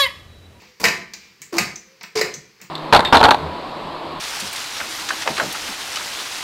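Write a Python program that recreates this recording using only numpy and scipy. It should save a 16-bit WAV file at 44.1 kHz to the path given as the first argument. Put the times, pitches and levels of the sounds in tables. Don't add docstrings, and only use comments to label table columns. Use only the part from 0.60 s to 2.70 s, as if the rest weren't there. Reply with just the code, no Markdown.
import sys
import numpy as np
from scipy import signal
from scipy.fft import rfft, irfft
from scipy.io import wavfile
from scipy.ndimage import uniform_filter1d

SR = 44100
rng = np.random.default_rng(int(sys.argv[2]) if len(sys.argv) > 2 else 0)


def to_wav(s):
    ch = np.atleast_2d(s).T
    pcm = np.round(np.clip(ch, -1, 1) * 32767)
    wavfile.write(sys.argv[1], SR, pcm.astype(np.int16))


N = 92610
T = np.arange(SR) / SR


def amp(db):
    return 10 ** (np.asarray(db) / 20)


def rise(rise_s):
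    return np.minimum(T / rise_s, 1)


def fade(t60_s, hold_s=0):
    return np.exp(-np.log(1000) * np.maximum(T - hold_s, 0) / t60_s)


def arch(length_s):
    return np.sin(np.pi * rise(length_s))


def noise(count=SR):
    return rng.standard_normal(count)


def grains(rate_per_s):
    return np.sign(noise()) * (rng.random(SR) < rate_per_s / SR) * np.sqrt(SR / rate_per_s)


def drift(window_samples):
    return uniform_filter1d(noise(), size=window_samples) * np.sqrt(window_samples)


def lookup(curve, freq_hz):
    points_hz, values = np.transpose(curve)
    return np.interp(np.log(freq_hz + 1), np.log(points_hz + 1), values)


def colour(x, *spectra, size=4096):
    freq_hz = abs(np.fft.fftfreq(size, 1 / SR))
    log_gain = np.log(amp(sum(lookup(spectrum, freq_hz) for spectrum in spectra)))
    response = np.exp(np.conj(signal.hilbert(log_gain)))
    taps = np.fft.ifft(response).real[:size // 2]
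    return signal.fftconvolve(x, taps / np.linalg.norm(taps))[:len(x)]


def band_decay(decays, hold_s=0):
    spectrum, freq_hz = rfft(noise()), np.fft.rfftfreq(SR, 1 / SR)
    centres_hz, t60s_s = np.transpose(decays)
    weights = [lookup(np.c_[centres_hz, band], freq_hz) for band in np.eye(len(decays))]
    return sum(irfft(spectrum * weight, SR) * fade(t60_s, hold_s)
               for weight, t60_s in zip(weights, t60s_s))


def ring(modes):
    sound = sum(amp(db) * fade(t60_s) * np.sin(2 * np.pi * (hz * T + rng.random()))
                for hz, db, t60_s in modes)
    return sound / np.sqrt(sum(amp(db) ** 2 for _, db, _ in modes) / 2)


def add(mix, start_s, sound):
    start = round(start_s * SR)
    sound = sound[max(-start, 0):]
    part = mix[max(start, 0):][:len(sound)]
    part += sound[:len(part)]


# freq_hz, gain_db
BURNER_SPECTRUM = [(25, -23), (60, -69), (110, 7), (190, 1), (300, 4), (450, 13), (650, -4), (1000, 5.5),
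                   (1400, 4), (2200, 10), (3400, 1), (4800, 8), (7000, -3), (9800, -15), (13000, -9.5),
                   (16000, -10)]

def burner_hiss(level_db=-55.5):
    return amp(level_db) * colour(noise(N + SR), BURNER_SPECTRUM)[SR:]


# start_s, length_s, level_db
DRAWS = [(-.12, 0.27, -51.5), (0.519, 0.23, -51.5)]
# freq_hz, gain_db
DRAW_SPECTRUM = [(200, 6), (900, -6.5), (1500, -7), (2300, 8.5), (3300, 0.5), (5000, 3.5), (7500, -7.5),
                 (9500, -25), (16000, -14)]

def air_draw(length_s, level_db):
    return amp(level_db) * arch(length_s) * colour(noise(), DRAW_SPECTRUM)


# start_s, length_s, pitch_hz, level_db
SQUEAKS = [(0.0, .18, 485, -58.5), (0.371, 0.05, 651, -39.5), (1.23, 0.2, 512.5, -54.5)]

def leather_squeak(length_s, pitch_hz, level_db, bend=0.037, jitter=0.012):
    speed = arch(length_s)
    cycles = np.cumsum(pitch_hz * (1 + bend * speed + jitter * drift(256))) / SR
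    return amp(level_db) * speed * np.sin(2 * np.pi * cycles)


# start_s, level_db
NUDGES = [(0.0, -56.5), (0.401, -45), (0.792, -51.5), (1.423, -60), (1.75, -44.5), (2.0, -49.5)]
# freq_hz, gain_db
THUD_SPECTRUM = [(25, -45), (48, -33), (72, -17), (97, 1), (118, -18), (138, 8.5), (168, 5), (197, 7),
                 (226, 2.5), (250, -2.5), (400, -4), (900, -62)]

def table_thud(level_db, rise_s=0.019, t60_s=0.34):
    return amp(level_db) * colour(noise() * rise(rise_s) * fade(t60_s, rise_s), THUD_SPECTRUM)


# start_s, level_db, low_db, middle_db, bright_db, top_db, t60_s, rod_db
TICKS = [(0.020, -48, 26, 11, -3, 14, 0.14, -24), (0.2342, -21.5, 16.5, -8, 4, 7, 0.04, -18),
         (0.2842, -15, 1, 3, 1, -1, 0.034, -34), (0.417, -22, -2, 24, -18, -35, .01, -33),
         (0.5358, -28.5, -7.5, -8, 2, 7, 0.071, -12.5), (0.8178, -36, -14.5, 3.5, 16, 19.5, 0.15, -19),
         (0.968, -21, 12.5, -14, -12, 8, 0.033, -13), (1.4102, -35.5, 0, -3.5, -21, -5, 0.086, -30),
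         (1.4322, -36.5, -13, -24, -9, 18, 0.023, -30), (1.4362, -31.5, -1.5, 0, -27, -30, 0.077, -28),
         (1.5745, -19.5, -27, -5, -9, -31, 0.047, -42), (2.002, -45.5, 11, 13, -6, -14, 0.11, -24),
         (2.015, -39, 0.5, 3.5, 9, 20, 0.2, -22)]
# freq_hz, gain_db
TICK_SPECTRUM = [(100, -20), (200, 3.5), (260, -9.5), (500, -6.5), (1000, 1), (1400, -2), (2200, 7),
                 (3400, -7), (4200, -1), (5400, 1.5), (7300, -5.5), (9500, -29), (12500, -38.5),
                 (16000, -24)]
SNAP_SPECTRUM = [(500, -24), (4000, -14), (7500, 8.5), (9500, -12), (12500, -4.5), (16000, -4)]
# freq_hz, level_db, t60_s
ROD_VALVE_MODES = [(2377, -5, .5), (4030, -2, .25), (5100, -7, .12), (5988, 0, .17), (6650, -7, .18),
                   (7016, -6, .2)]
TANK_HOOD_MODES = [(662, -1, .2), (867, -9, .22), (1015, -4, .19), (1156, -4, .22), (1574, -4, .28),
                   (1802, -1, .28), (1922, -4, .26), (1991, 0, .28), (2160, -1, .28), (2338, -6, .45),
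                   (2443, -2, .3), (2561, -7, .3), (3043, -9, .33), (4020, -6, .26), (4845, -6, .2)]

def tick(level_db, low_db, middle_db, bright_db, top_db, t60_s, rod_db):
    eq = [(900, low_db), (2000, middle_db), (4500, 0), (5800, 0), (7600, bright_db), (12000, top_db)]
    snap = amp(top_db - 13.5) * colour(noise() * fade(t60_s=0.012), SNAP_SPECTRUM)
    rod = amp(rod_db) * ring(ROD_VALVE_MODES)
    knock = colour(noise() * fade(t60_s), TICK_SPECTRUM, eq)
    body = amp(-19.5) * ring(TANK_HOOD_MODES)
    return amp(level_db) * (knock + snap + rod + body)


# start_s, length_s, rasp_db, bass_db, middle_db, top_db, groan_hz, groan_db, groan_t60_s
PUSHES = [(0.198, 0.033, -33, -2.5, -3, 5, 452, -38, 0.13),
          (0.9238, 0.065, -33, -10.5, 6.5, 0, 335.6, -25.5, 0.13),
          (1.5531, 0.05, -28.5, -13.5, -2, -6.5, 431, -20, 0.23)]
# freq_hz, gain_db
RASP_SPECTRUM = [(60, 0), (170, 9.5), (400, 4), (1100, -0.5), (1500, -6.5), (2300, -3), (3400, -11),
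                 (4800, -4), (7000, -10), (9500, -18.5), (12500, -19), (16000, -22)]

def piston_rasp(length_s, level_db, bass_db, middle_db, top_db, bite_db=4, bite_s=0.024, uneven_db=5.5):
    scrape = (noise() + amp(-1) * grains(rate_per_s=1200)) / np.sqrt(2)
    drag = amp(bite_db * np.exp(-T / bite_s) + uneven_db * np.tanh(drift(128)))
    stroke = rise(0.0051) * drag * fade(t60_s=0.046, hold_s=length_s)
    eq = [(180, bass_db), (1000, middle_db), (2000, 0), (7000, 0), (12000, top_db)]
    return amp(level_db) * colour(scrape * stroke, RASP_SPECTRUM, eq)


# harmonic, level_db
GROAN_HARMONICS = [(1, -0.5), (2, -48), (3, -28)]

def piston_groan(length_s, pitch_hz, level_db, t60_s, onset_hz=465, settle_s=0.008, jitter=0.014):
    glide_hz = pitch_hz + (onset_hz - pitch_hz) * np.exp(-(T / settle_s) ** 2)
    phase = 2 * np.pi * np.cumsum(glide_hz * (1 + jitter * drift(200))) / SR
    tone = sum(amp(db) * np.sin(harmonic * phase) for harmonic, db in GROAN_HARMONICS)
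    low_chatter = amp(-8) * fade(t60_s=0.21) * np.sin(0.81 * phase)
    envelope = rise(0.007) * fade(t60_s, hold_s=length_s - 0.019)
    return amp(level_db) * np.sqrt(2) * (tone + low_chatter) * envelope


# start_s, crack_db, rattle_db, hold_s, ring_db, thud_db, treble_db
PLUNGER_HITS = [(0.2406, -8, -15.5, 0.018, -20.5, -27.5, 5), (0.9828, -8, -20, 0.011, -32, -28.5, 6.5),
                (1.612, -11.5, -22.5, 0.0032, -34.5, -39.5, 4.5)]
# freq_hz, gain_db
CRACK_SPECTRUM = [(100, -70), (400, 10.5), (900, -4), (1400, 2.5), (2000, 8), (2800, -3.5), (3400, -23.5),
                  (4100, -3.5), (5000, 6.5), (5700, -10), (7200, -7.5), (9500, -26), (12500, -22.5),
                  (16000, -21)]
RATTLE_SPECTRUM = [(100, -19.5), (350, -4), (700, -4), (1050, -0.5), (1350, -3), (2000, 9.5), (2700, 3),
                   (3400, -10.5), (4000, -3), (4900, -12), (5600, -10), (7200, -10), (9500, -25),
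                   (12500, -18), (16000, -33.5)]
# freq_hz, t60_s
RATTLE_DECAY = [(200, 0.6), (800, 0.25), (2200, 0.15), (5000, 0.24), (13000, 0.095)]

def plunger_clank(crack_db, rattle_db, hold_s, ring_db, treble_db):
    tilt = [(2500, 0), (6000, treble_db)]
    crack = colour(noise() * fade(t60_s=0.042), CRACK_SPECTRUM, tilt)
    ringing = band_decay(RATTLE_DECAY, hold_s)
    clatter = amp(-1) * grains(rate_per_s=190) * fade(t60_s=0.087, hold_s=hold_s)
    rattle = colour((ringing + clatter) * rise(0.0037), RATTLE_SPECTRUM, tilt)
    return amp(crack_db) * crack + amp(rattle_db) * rattle + amp(ring_db) * ring(TANK_HOOD_MODES)


# start_s, level_db
VALVE_CLOSINGS = [(1.1571, -29), (1.7392, -23.5)]
# freq_hz, gain_db
PING_SPECTRUM = [(1000, -24), (3500, -14), (5000, -10), (5700, -4), (6050, 6), (6500, -1.5), (7200, -5),
                 (8400, -15), (9500, -34), (12500, -28), (16000, -27)]

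def valve_ping(level_db):
    snap = colour(noise() * fade(t60_s=0.061), PING_SPECTRUM)
    ringing = amp(-26.5) * ring(ROD_VALVE_MODES)
    return amp(level_db) * rise(0.0011) * (snap + ringing)


# freq_hz, t60_s
ROOM_DECAY = [(120, 0.94), (400, 0.39), (1000, 0.43), (2200, 0.43), (5000, 0.39), (8000, 0.35),
              (14000, 0.29)]
# freq_hz, gain_db
ROOM_SPECTRUM = [(100, -2), (215, 1.5), (255, -14), (330, 4), (600, -0.5), (1000, 0), (2000, 0.5),
                 (5000, -1), (14000, 1.5)]

def room(send):
    tail = colour(band_decay(ROOM_DECAY) * rise(0.0062), ROOM_SPECTRUM)
    return signal.fftconvolve(send, tail / np.linalg.norm(tail))[:N]


def scene():
    pump, leather_tones, table = np.zeros((3, N))
    for start_s, length_s, rasp_db, bass_db, middle_db, top_db, groan_hz, groan_db, t60_s in PUSHES:
        add(pump, start_s, piston_rasp(length_s, rasp_db, bass_db, middle_db, top_db))
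        add(leather_tones, start_s, piston_groan(length_s, groan_hz, groan_db, t60_s))
    for start_s, crack_db, rattle_db, hold_s, ring_db, thud_db, treble_db in PLUNGER_HITS:
        add(pump, start_s, plunger_clank(crack_db, rattle_db, hold_s, ring_db, treble_db))
        add(table, start_s, table_thud(thud_db))
    for start_s, *knock in TICKS:
        add(pump, start_s, tick(*knock))
    for start_s, level_db in VALVE_CLOSINGS:
        add(pump, start_s, valve_ping(level_db))
    for start_s, level_db in NUDGES:
        add(table, start_s, table_thud(level_db))
    for start_s, length_s, pitch_hz, level_db in SQUEAKS:
        add(leather_tones, start_s, leather_squeak(length_s, pitch_hz, level_db))
    for start_s, length_s, level_db in DRAWS:
        add(pump, start_s, air_draw(length_s, level_db))
    direct = pump + leather_tones + table + burner_hiss()
    reverb = room(amp(-4) * pump + amp(-16) * leather_tones)
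    return (direct + reverb)[None]


def record(dry):
    low_cut_hz, high_cut_hz = 38, 15850
    highpass = signal.butter(4, low_cut_hz, "highpass", fs=SR, output="sos")
    lowpass = signal.firwin(511, high_cut_hz, window=("kaiser", 8), fs=SR)
    clipped = np.clip(signal.sosfilt(highpass, dry), -1, 1)
    return signal.oaconvolve(clipped, lowpass[None], "same")


dry = scene()
out = record(dry)
to_wav(out)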